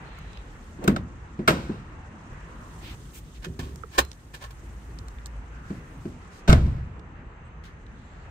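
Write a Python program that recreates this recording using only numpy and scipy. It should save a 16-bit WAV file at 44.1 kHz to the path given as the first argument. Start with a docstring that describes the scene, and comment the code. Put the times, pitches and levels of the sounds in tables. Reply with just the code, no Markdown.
"""A car door is unlatched, swung through its check stops and later slammed; each contact is a rattle of
dense clicks that excites latch modes, while soft pushes excite the door panel and the cabin air.
Between, the bonnet lever is pulled in the footwell: clicks, thumps, a groaning strain and a creaking cable.
Ticks, brushes, rubbing cloth, traffic roar, an engine hum, whines and hiss are shaped noise or tones.
Two microphone ports a hand apart hear the contacts with a small frequency-dependent lag."""
import sys
import numpy as np
from scipy import signal
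from scipy.fft import rfft, irfft
from scipy.io import wavfile

SR = 44100
rng = np.random.default_rng(int(sys.argv[2]) if len(sys.argv) > 2 else 0)


def wrap_up_sound(samples):
    """Save the sound to the file named by the first command line argument, as 16-bit audio."""
    columns = np.atleast_2d(samples).T
    # keep every value between -1 and 1, then stretch to whole-number steps
    tamed = np.clip(columns, -1, 1)
    steps = np.round(tamed * 32767).astype(np.int16)
    wavfile.write(sys.argv[1], SR, steps)


N = 366030

CLOTH_BRIGHT_DB = -60   # rubbing level at which the cloth sounds bright


def door():
    """Modal excitation: contact rattle rings the latch, and with the thumps the panel and cabin modes."""
    # latch, handle and frame strike metal: t/s, rattle level/dB, panel thump/dB, t60/ms, treble/dB
    strikes = [(0.841, -30.5, -25, 45.9, 18), (0.8784, -11, -8, 23.685, 3.5),
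               (0.8938, -37, -13.5, 46.7, -4), (.963, -26.5, -52.5, 33.1, -27),
               (1.478, -12, -16, 133.02, -2), (1.506, -24.5, -15.5, 57.46, -9),
               (6.4785, -22.5, -21.5, 247.1, -25.5), (6.4951, -12.5, -5.5, 59.33, -3.5),
               (6.521, -25.5, -27, 53.7, -14), (6.5284, -11, -15, 25.415, -9),
               (6.664, -48.5, -25, 74.6, -26.5)]
    # trim and glass shudder on after the two hard stops: t/s, rattle level/dB
    shudders = [(1.53, -36), (6.555, -40.5)]
    # check strap rolls over its stops: t/s, panel thump/dB
    stops = [(.788, -32.5), (1.391, -19.5), (1.694, -21), (5.704, -24), (6.054, -24.5)]
    # modes of the latch: f/Hz, relative level/dB, t60/s
    latch_modes = [(549.67, -2, 0.05054), (650.4, 0, 0.03461), (1025.5, 2.5, 0.01877),
                   (1309.7, 5.5, 0.019888), (1604.8, -2.5, 0.016), (2141.3, -9.5, 0.03),
                   (2780.8, -15.5, 0.016), (3688.8, -14.5, 0.053)]
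    # modes of the open door panel: f/Hz, relative level/dB, t60/s
    panel_modes = [(147.11, -9, 0.11516), (196.63, 2.5, 0.08519), (220.32, -3.5, 0.09315),
                   (284.19, -1, 0.08632), (353.11, 1, 0.07513), (417.54, -2.5, 0.065),
                   (544.21, -19.5, 0.11), (636.2, -25, 0.071)]
    # modes of the cabin: f/Hz, relative level/dB, t60/s
    cabin_modes = [(28.12, -14, 0.715), (62.189, -2.5, 0.899), (68.188, -4, 0.7836), (80.669, -3.5, 0.5755),
                   (130.75, -13, 0.743), (162.91, -2.5, 0.0952)]
    strike_rise_ms = 3.5
    shudder_rise_ms, shudder_t60_ms, shudder_treble_db = 19, 753.3, -20.5
    shudder_thump_db = 12   # relative to its rattle
    stop_rattle_db = -20   # relative to its thump
    stop_rise_ms, stop_t60_ms, stop_treble_db = 2.5078, 41.23, -37
    thump_lead_ms = 2.7736   # the push starts before the rattle peaks
    shut_s = 6.485
    open_boom_db, shut_boom_db = -21, -3.5   # relative to the thump: the sealed cabin booms more
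    sealed_decay, sealed_db = 0.5543, -3.5   # the seal damps the shut panel: share of t60, change of level

    hard = [(s, db, strike_rise_ms, t60_ms, treble_db, thump_db)
            for s, db, thump_db, t60_ms, treble_db in strikes]
    hard += [(s, db, shudder_rise_ms, shudder_t60_ms, shudder_treble_db, db + shudder_thump_db)
             for s, db in shudders]
    hard = np.array(hard)
    dull = [(s, db + stop_rattle_db, stop_rise_ms, stop_t60_ms, stop_treble_db) for s, db in stops]
    rattle = rattles(hard[:, :5], rough_db=3.5, corner_hz=2281.7, scatter_db=1.5)
    rattle = rattle + rattles(dull, rough_db=6.5, corner_hz=850, scatter_db=-29.5)
    latch = rattle + from_db(-28.5) * ring(rattle, latch_modes, True, vary_db=3.5)

    thumps = np.array([*hard[:, [0, 5]], *stops]) - [thump_lead_ms / 1000, 0]
    sense = np.where(thumps[:, 0] > shut_s, 1, -1)   # the slam drives the panel the other way
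    drive = from_db(-28.0) * rattle + pushes(thumps, 3.129, sense)
    shut = np.arange(N) / SR > shut_s
    sealed_modes = [(hz, db + sealed_db, t60 * sealed_decay) for hz, db, t60 in panel_modes]
    panel = ring(drive * ~shut, panel_modes, True) + ring(drive * shut, sealed_modes, False)

    booms = [(s, db + (shut_boom_db if s > shut_s else open_boom_db)) for s, db in thumps]
    cabin = ring(pushes(booms, 3.978, sense), cabin_modes, False)
    return latch + panel + from_db(2.5) * cabin


def lever():
    """Modal excitation with stick-slip: clicks and creaks ring the lever, tugs and groan the footwell."""
    # clicks and scrapes of the plastic lever and cable: t/s, level/dB, rise/ms, t60/ms, treble/dB
    clicks = [(3.43, -43, 19.37, 125.4, -7.5), (3.447, -30.5, 10.59, 75.6, -9),
              (3.593, -29.5, 4.309, 124.23, -4), (3.629, -43, 24.035, 472, -1),
              (3.955, -37, 67.27, 240, -1.5), (3.988, -6, 13, 64.95, 0), (4.344, -34, 14, 123.43, -1),
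              (4.424, -37, 30, 142.8, -2.5), (4.44, -34, 4.364, 90.94, -4.5), (4.507, -40, 4.402, 69.26, 0)]
    # modes of the lever: f/Hz, relative level/dB, t60/s
    lever_modes = [(600, 2, 0.03), (813, -1, 0.03), (1090, 10, .03), (1780, 7, 0.022), (2510, -7, .035),
                   (3290, -9, .06), (4110, -23, .25)]
    # modes of the footwell: f/Hz, relative level/dB, t60/s
    footwell_modes = [(66.741, -7.5, 0.4148), (97.3, -4, 0.091), (161.03, -5.5, 0.1295), (249, -8, 0.09),
                      (371.7, -6, 0.074), (540, -10, 0.024)]
    # tugs that thump the footwell: t/s, push level/dB
    tugs = [(3.465, -28), (3.495, -32), (3.588, -25), (3.988, -35)]
    # cable strains and trim groans, dying away: start t/s, noise level before filtering/dB, t60/s
    strains = [(3.452, -54.5, 0.46), (3.6, -56, 0.82)]
    groan_hz = 262   # low-pass corner
    slips_per_s, creak_db = 300, -3.5   # stick-slip jerks of the cable; size relative to the strain noise

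    rattle = rattles(clicks, rough_db=5.5, corner_hz=2600, scatter_db=7.0)
    strain, t = np.zeros(N), np.arange(SR // 2) / SR
    for start, level_db, t60 in strains:
        envelope = from_db(level_db - 60 * t / t60) * np.minimum(t / 0.013, 1)
        add(strain, start, envelope * rng.standard_normal(len(t)))
    slips = rng.random(N) < slips_per_s / SR
    creak = from_db(creak_db) * np.diff(strain * slips, prepend=0)
    groan = signal.lfilter(*signal.butter(1, groan_hz, fs=SR), strain)
    body = ring(from_db(-38.5) * rattle + creak, lever_modes, False, vary_db=4.0)
    footwell = ring(groan - pushes(tugs, 2.1) + from_db(-38) * rattle, footwell_modes, True)
    return rattle + body + footwell


def catch():
    """Contact noise: fingers nudge the bonnet catch, giving faint rattles without ringing modes."""
    # nudges: t/s, rattle level/dB, rise/ms, t60/ms, treble/dB
    nudges = [(7.639, -44.5, 3, 76.4, -14.5), (7.652, -46, 4, 207.3, -12)]
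    return rattles(nudges, rough_db=3.0, corner_hz=3984, scatter_db=4.5)


def ticks():
    """Damped resonance: a short noise burst rings one wide mode; higher ticks add a low-passed knock."""
    # small ticks and knocks close by: t/s, relative peak level/dB, f/Hz, right port lag/ms
    contacts = [(0.183, -39, 1215, 0.0029), (0.187, -36, 7780, 0.3094), (0.331, -38.5, 4636, 0.36),
                (.372, -35, 2886, 0.5503), (.64, -42.5, 7370, .45), (2.331, -43, 11690, 0.34),
                (3.758, -27.5, 7275, 0.3975), (3.835, -26.5, 1329, -0.2341), (3.836, -37.5, 448.5, -0.1915),
                (4.049, -29, 8970, 0.54), (4.115, -28, 4332, 0.38), (4.13, -36, 4498, 0.29),
                (4.987, -31.5, 4609, 0.45), (5.083, -30, 5952, 0.4), (5.185, -38.5, 2480, 0.5378),
                (5.259, -22.5, 5944, -0.2389), (5.267, -31.5, 8960, -0.1333), (6.994, -44, 3612, 0.353),
                (7.865, -44, 2914, 0.332)]
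    fixed_t60_ms, cycles = 14, 8   # decay: a fixed part plus some cycles
    knock_hz = 2400   # low-pass corner of the knock
    out, t = np.zeros((2, N)), np.arange(SR // 20) / SR
    for s, peak_db, hz, later_ms in contacts:
        t60_ms = fixed_t60_ms + 1000 * cycles / hz
        shared, *own = rng.standard_normal((3, len(t)))
        envelope = np.minimum(t / .0006, 1) * from_db(-60000 * t / t60_ms)
        burst = (shared + .6 * np.array(own)) * envelope
        tick = resonate_twice(burst, hz, 0.5 + min((knock_hz / hz) ** 2, 3.0))   # low knocks ring longer
        if hz > knock_hz:
            tick = tick + from_db(-2.5) * signal.lfilter(*signal.butter(1, knock_hz, fs=SR), burst)
        left, right = from_db(peak_db) * tick / abs(tick).max()
        add(out[0], s, from_db(-5.0) * left)
        add(out[1], s + later_ms / 1000, right)
    return out


def brushes():
    """Friction noise: cloth or skin dragged past trim, as grains round one broad resonance plus treble."""
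    # brushes of sleeve and hand: start t/s, end t/s, level of the resonant part/dB, f/Hz, relative treble/dB
    strokes = [(0.791, 0.93, -38, 407.1, -26.5), (2.793, 2.97, -47.5, 3237, -2),
               (3.119, 3.212, -52.5, 3294, 11.5), (3.335, 3.393, -57, 2992, -16),
               (5.598, 5.844, -61, 6798, -21), (5.964, 6.196, -63, 6730, -12),
               (6.286, 6.44, -57.5, 6558, -7.5)]
    out = np.zeros((2, N))
    for start, end, level_db, hz, treble_db in strokes:
        size = round((end - start) * SR)
        shared, *own = rng.standard_normal((3, size)) * from_db(1.588 * rng.exponential(1, size))
        grains = shared + 2.016 * np.array(own)
        treble = signal.lfilter(*signal.butter(2, 5000, "high", fs=SR), grains)
        rub = rms_one(resonate_twice(grains, hz, .7)) + from_db(treble_db) * rms_one(treble)
        add(out, start, from_db(level_db) * rub * signal.windows.tukey(size, .8))
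    return out


def tail(x, level_db):
    """Diffuse decay of bodywork: the energy of each band of the door and lever sounds dies away as noise at its
    own rate."""
    # decay times: f/Hz, t60/s
    decay = [(100, 0.8355), (260, 0.3357), (700, 0.2095), (1840, 0.19157), (4850, 0.14), (12800, 0.15)]
    out = 0
    for hz, noise in bands([(95, 0), (16000, 0)]):
        part = signal.sosfilt(signal.butter(1, [hz / 1.2, hz * 1.2], "band", fs=SR, output="sos"), x)
        r = from_db(-120 / (at_hz(decay, hz) * SR))   # decay of the squared signal
        energy = signal.lfilter([1 / 400], [1, -r], part ** 2 + 1e-18)
        out = out + np.sqrt(energy) * rms_one(noise)
    return from_db(level_db) * out


def cloth():
    """Friction noise of sleeve and jacket: the treble share grows with the rubbing level."""
    # rubbing: t/s, level of the main band before panning/dB
    rubbing = [(0, -63.5), (.7, -61.5), (1.05, -65.5), (1.9, -68), (2.5, -62.5), (2.9, -57.5), (3.35, -63),
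               (3.9, -62.5), (4.25, -64.5), (4.8, -63), (5.45, -67.5), (6.25, -63.5), (6.9, -73.5),
               (7.4, -83), (8.1, -67), (8.3, -70)]
    # main spectrum: f/Hz, relative density per Hz/dB
    main_spectrum = [(600, -2), (2400, -15), (3700, 0), (5000, -8), (6300, 0.5), (7800, -1.5), (9300, -3),
                     (11000, -51)]
    # treble spectrum: f/Hz, relative density per Hz/dB
    top_spectrum = [(9000, -4), (11000, -19), (13000, -9.5), (17000, -35.5)]
    treble_per_db = 4
    open_s, open_treble_db = (2.7, 6.1), 21.5   # the treble is fuller during this span
    t = np.arange(N) / SR
    level_db = np.interp(t, *np.transpose(rubbing))
    fuller = (t > open_s[0]) & (t < open_s[1])
    treble_db = treble_per_db * (level_db - CLOTH_BRIGHT_DB) + open_treble_db * fuller
    treble_db = np.clip(treble_db, -32, 0)
    rub = patchy_noise(main_spectrum, patchy_db=2.0, rate=36)
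    rub = rub + from_db(treble_db) * patchy_noise(top_spectrum, patchy_db=1.5, rate=37)
    return from_db(level_db) * (rub + crackles(level_db)) * from_db([[-1.2], [1.2]])


def crackles(level_db):
    """Poisson-like snaps, each a decaying burst of treble noise; more of them when the cloth is louder."""
    bright_per_s, size_db = 9.4, 8   # rate at the bright level; size relative to the rubbing
    chance = bright_per_s * from_db(level_db - CLOTH_BRIGHT_DB) / SR
    snaps = (rng.random(N) < chance) * rng.uniform(.3, 1, N)
    r = from_db(-60 / (0.0318 * SR))   # t60 of 31.8 ms
    bursts = signal.lfilter([1], [1, -r], snaps + 1e-18) * rng.standard_normal((2, N))
    return from_db(size_db) * signal.sosfilt(
        signal.butter(2, [5500, 9200], "band", fs=SR, output="sos"), bursts)


def street():
    """Power addition: swells of tyre roar add to steady tyre noise, and the rumble follows in part."""
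    # swells of tyre roar, one of them only a brief blip: loudest t/s, level in the open/dB,
    # time to change by 3 dB/s (the sign has no effect)
    swells = [(0, -51.5, 0.3295), (1.8, -56.5, .5), (2.7, -55.5, .5), (5.7, -62.5, -0.0023),
              (6.45, -56.5, -1.5182), (8.3, -56, 0.1104)]
    # rumble spectrum: f/Hz, relative density per Hz/dB
    rumble_spectrum = [(20, -31.5), (40, -4), (60, -0.5), (90, -9.5), (130, -9), (200, -16.5), (300, -20),
                       (500, -30)]
    # tyre spectrum: f/Hz, relative density per Hz/dB
    tyre_spectrum = [(300, 23.5), (470, -13.5), (660, -1), (950, -3), (1400, -1.5), (2140, -8),
                     (3200, -23.5), (4600, -55.5), (7000, -35.5), (9000, -45)]
    rumble_db, tyres_db = -46.5, -59   # steady levels in the open
    rumble_follows = 0.5079   # share of the roar's swing in dB
    # down in the footwell the street is screened off
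    shelter_s, duck_s, emerge_s = (2.97, 4.1882), 0.03145, 0.6268
    shelter_rumble_db, shelter_tyres_db = -2, -5
    t = np.arange(N) / SR
    corners = [shelter_s[0] - duck_s, *shelter_s, shelter_s[1] + emerge_s]
    screened = np.interp(t, corners, [0, 1, 1, 0])
    power = from_db(tyres_db) ** 2 + sum(
        from_db(db) ** 2 / (1 + ((t - s) / fade) ** 2) for s, db, fade in swells)
    roar = np.sqrt(power)
    swing = (roar / from_db(tyres_db)) ** rumble_follows
    rumble = swing * from_db(rumble_db + shelter_rumble_db * screened)
    rumble = rumble * patchy_noise(rumble_spectrum, patchy_db=2.5, rate=5.4)
    tyres = roar * from_db(shelter_tyres_db * screened)
    return rumble + tyres * patchy_noise(tyre_spectrum, patchy_db=1.5, rate=5.7)


def hum():
    """Frequency-modulated tone: one low order of an engine far off swells, wavers a little and fades."""
    loudest_s, mean_hz, peak_db = 5.3942, 53.874, -41
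    swell_s, fade_s = 0.992, 0.2874   # time to gain or lose 10 dB about the loudest moment
    late = np.arange(N) / SR - loudest_s
    level_db = peak_db - 10 * np.where(late < 0, late / swell_s, late / fade_s) ** 2
    amplitude = np.sqrt(2) * from_db(level_db + 1.4 * drift(3.8))
    hz = mean_hz * (1 + 0.01992 * drift(3.111))
    return amplitude * np.sin(2 * np.pi * np.cumsum(hz) / SR)


def whines():
    """Quadrature modulation: low-passed noise spreads a gliding tone to a band, unlike in the two ports."""
    # faint whines, a broad soft hiss at the start and other short bands of noise:
    # start t/s, end t/s, start f/Hz, end f/Hz, width/Hz, mean level/dB
    glides = [(0, .47, 4280, 3800, 150, -67.5), (0, .47, 3000, 3100, 2000, -62),
              (1.951, 2.972, 1020, 998, 120, -62.5), (5.498, 5.759, 1450, 1494, 350, -56.5),
              (7.9, 8.3, 3500, 4200, 1200, -72), (7.445, 7.495, 7900, 7850, 500, -72),
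              (8.0, 8.28, 7360, 7350, 450, -74)]
    out = np.zeros((2, N))
    for start, end, start_hz, end_hz, width, level_db in glides:
        size = round((end - start) * SR)
        turn = 2 * np.pi * np.cumsum(np.linspace(start_hz, end_hz, size)) / SR
        noise = rng.standard_normal((2, 2, size + 2000))
        a, b = signal.lfilter(*signal.butter(2, width / 2, fs=SR), noise)[..., 2000:]   # settled part
        tone = rms_one(a * np.cos(turn) + b * np.sin(turn))
        waver = from_db(1.426 * drift(10.4)[:size])
        add(out, start, from_db(level_db) * tone * signal.windows.tukey(size, .4) * waver)
    return out


def thin_hiss():
    """Resonant filtering: noise passes twice through each narrow resonance, unlike in the two ports."""
    # thin wavering hiss: f/Hz, width of one pass/Hz, mean level/dB
    hiss_bands = [(6306, 290, -78.5), (7442, 800, -83.5)]
    out = 0
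    for hz, width, level_db in hiss_bands:
        band = resonate_twice(rng.standard_normal((2, N)), hz, hz / width)
        out = out + from_db(level_db + 1.79 * drift(2.0)) * rms_one(band)
    return out


def rattles(rows, rough_db, corner_hz, scatter_db):
    """Contact noise: dense uneven clicks swell and die; each port hears some treble of its own."""
    # rows: peak t/s, relative level/dB, rise/ms, t60/ms, relative treble/dB
    out, t = np.zeros((2, N)), np.arange(SR // 2) / SR
    low, high = (signal.butter(1, corner_hz, kind, fs=SR) for kind in ("low", "high"))
    for s, level_db, rise_ms, t60_ms, treble_db in rows:
        rise = rise_ms / 1000
        unevenness = from_db(rough_db * np.minimum(rng.exponential(1, len(t)), 4))
        shared, *own = rng.standard_normal((3, len(t))) * unevenness
        scatter = from_db(scatter_db) * signal.lfilter(*signal.butter(2, 1200, "high", fs=SR), own)
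        raw = shared + scatter
        clicks = rms_one(signal.lfilter(*low, raw))
        clicks = clicks + from_db(treble_db) * rms_one(signal.lfilter(*high, raw))
        swell = np.where(t < rise, (t / rise) ** 2, from_db(-60000 * (t - rise) / t60_ms))
        add(out, s - rise, from_db(level_db - 5.5) * swell * rms_one(clicks))
    return out


def pushes(rows, ms, sense=1):
    """Impulse and rebound: each soft push (t/s, level/dB) is followed by a weaker one about 8 ms later."""
    out, push = np.zeros(N), np.hanning(round(ms * SR / 1000))
    push = push / push.sum()
    lateness = rng.uniform(.94, 1.06, len(rows))
    for (s, level_db), late, sign in zip(rows, lateness, np.broadcast_to(sense, len(rows))):
        add(out, s, sign * from_db(level_db) * push)
        add(out, s + 0.0080508 * late, 0.3437 * sign * from_db(level_db) * push)
    return out


def ring(x, modes, flip, vary_db=0):
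    """Modal superposition: parallel damped modes, struck harder or softer as the contact shifts."""
    out = 0
    for k, (hz, level_db, t60) in enumerate(modes):
        r, w = from_db(-60 / (t60 * SR)), 2 * np.pi * hz / SR
        struck = x * from_db(level_db + vary_db * drift(9.32)) + 1e-18
        sign = (-1) ** (k * flip)   # with flip, neighbours start in opposite senses
        out = out + sign * signal.lfilter([0, np.sin(w)], [1, -2 * r * np.cos(w), r * r], struck)
    return out


def resonate_twice(x, hz, q):
    """Cascaded resonance: the same peak filter applied twice."""
    peak = signal.iirpeak(hz, q, fs=SR)
    return signal.lfilter(*peak, signal.lfilter(*peak, x))


def bands(spectrum):
    """Partial coherence: half-octave noise bands with the left-right likeness of far sound."""
    # left-right correlation: f/Hz, correlation
    likeness = [(60, 0.97553), (200, 0.9675), (400, 0.8081), (750, 0.3667), (1300, -0.0877), (2400, 0.018),
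                (8000, -0.1116)]
    white, edges = rng.standard_normal((2, 2, N)), 22 * 2 ** np.arange(0, 9.7, .5)
    for k, (low, high) in enumerate(zip(edges, edges[1:])):
        hz = np.sqrt(low * high)
        if spectrum[0][0] <= hz <= spectrum[-1][0]:
            band = signal.butter(2, [low, high], "band", fs=SR, output="sos")
            mid, side = signal.sosfilt(band, white[k % 2])
            alike = np.clip(at_hz(likeness, hz), -1, 1)
            yield hz, np.sqrt(1 + alike) * mid + np.sqrt(1 - alike) * side * [[1], [-1]]


def patchy_noise(spectrum, patchy_db, rate):
    """Band modulation: coloured noise of rms 1 whose bands swell partly together, partly alone."""
    together, out = drift(rate / 4), 0
    for hz, band in bands(spectrum):
        swell_db = patchy_db * (0.27 * together + drift(rate))
        out = out + from_db(at_hz(spectrum, hz) + swell_db) * band
    return rms_one(out)


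def drift(rate):
    """Low-passed noise: slow chance of spread 1, drawn at every 40th sample; a higher rate is quicker."""
    r = np.exp(-80 * np.pi * rate / SR)
    slow = signal.lfilter([1], [1, -2 * r, r * r], rng.standard_normal(N // 40 + 2002))[2000:]
    return np.interp(np.arange(N) / 40, np.arange(len(slow)), rms_one(slow))


def from_db(db):
    """Decibel definition: amplitude ratio of a level."""
    return 10 ** (np.asarray(db) / 20)


def rms_one(x):
    """Normalisation to unit mean power."""
    return x / np.sqrt(np.mean(x ** 2) + 1e-20)


def at_hz(points, hz):
    """Interpolation of a curve along logarithmic frequency."""
    return np.interp(np.log(hz), np.log(np.array(points)[:, 0]), np.array(points)[:, 1])


def add(track, s, piece):
    """Superposition: a piece joins the track from s seconds on."""
    at = round(s * SR)
    track[..., at:at + piece.shape[-1]] += piece[..., :N - at]


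def ports(x, lag_share, pan_db):
    """Path difference: the left port is nearer the car, so the right one hears it later."""
    # full lag of the right port, of which a share is used: f/Hz, lag/ms
    port_lag = [(100, 0.14), (600, 0.23), (1500, 0.59668), (16000, 0.471)]
    hz = np.arange(N // 2 + 1) * SR / N + 1e-3
    lag_s = lag_share * at_hz(port_lag, hz) / 1000
    late = irfft(rfft(x[1]) * np.exp(-2j * np.pi * hz * lag_s), N)
    return np.array([x[0], late]) * from_db([[pan_db / 2], [-pan_db / 2]])


def scene():
    """Superposition of near contacts, their decaying tail and the background."""
    swing, pull = door(), lever()
    near = ports(swing, lag_share=0.76194, pan_db=0.001) + ticks()
    near = near + ports(pull + brushes() + catch(), lag_share=0.853, pan_db=-1.5)
    dying = tail(swing[0] + from_db(-8.5) * pull[0], level_db=-12.5)
    return near + dying + cloth() + street() + hum() + whines() + thin_hiss()


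def record(dry):
    """Linear filtering and saturation: the ports colour the sound, peaks are rounded, the top is cut."""
    # port response: f/Hz, gain/dB
    port_colour = [(20, 0.5), (3000, 3), (7000, -2), (8800, -2), (10200, -12.5), (11800, -6.5), (17000, -7)]
    cutoff_hz = 16400
    hz = np.arange(N // 2 + 1) * SR / N + 1e-3
    coloured = irfft(rfft(dry) * from_db(at_hz(port_colour, hz)), N)
    rounded = .95 * np.tanh(coloured / .95)
    return signal.sosfilt(signal.cheby2(20, 90, cutoff_hz, fs=SR, output="sos"), rounded)


dry = scene()
out = record(dry)
wrap_up_sound(out)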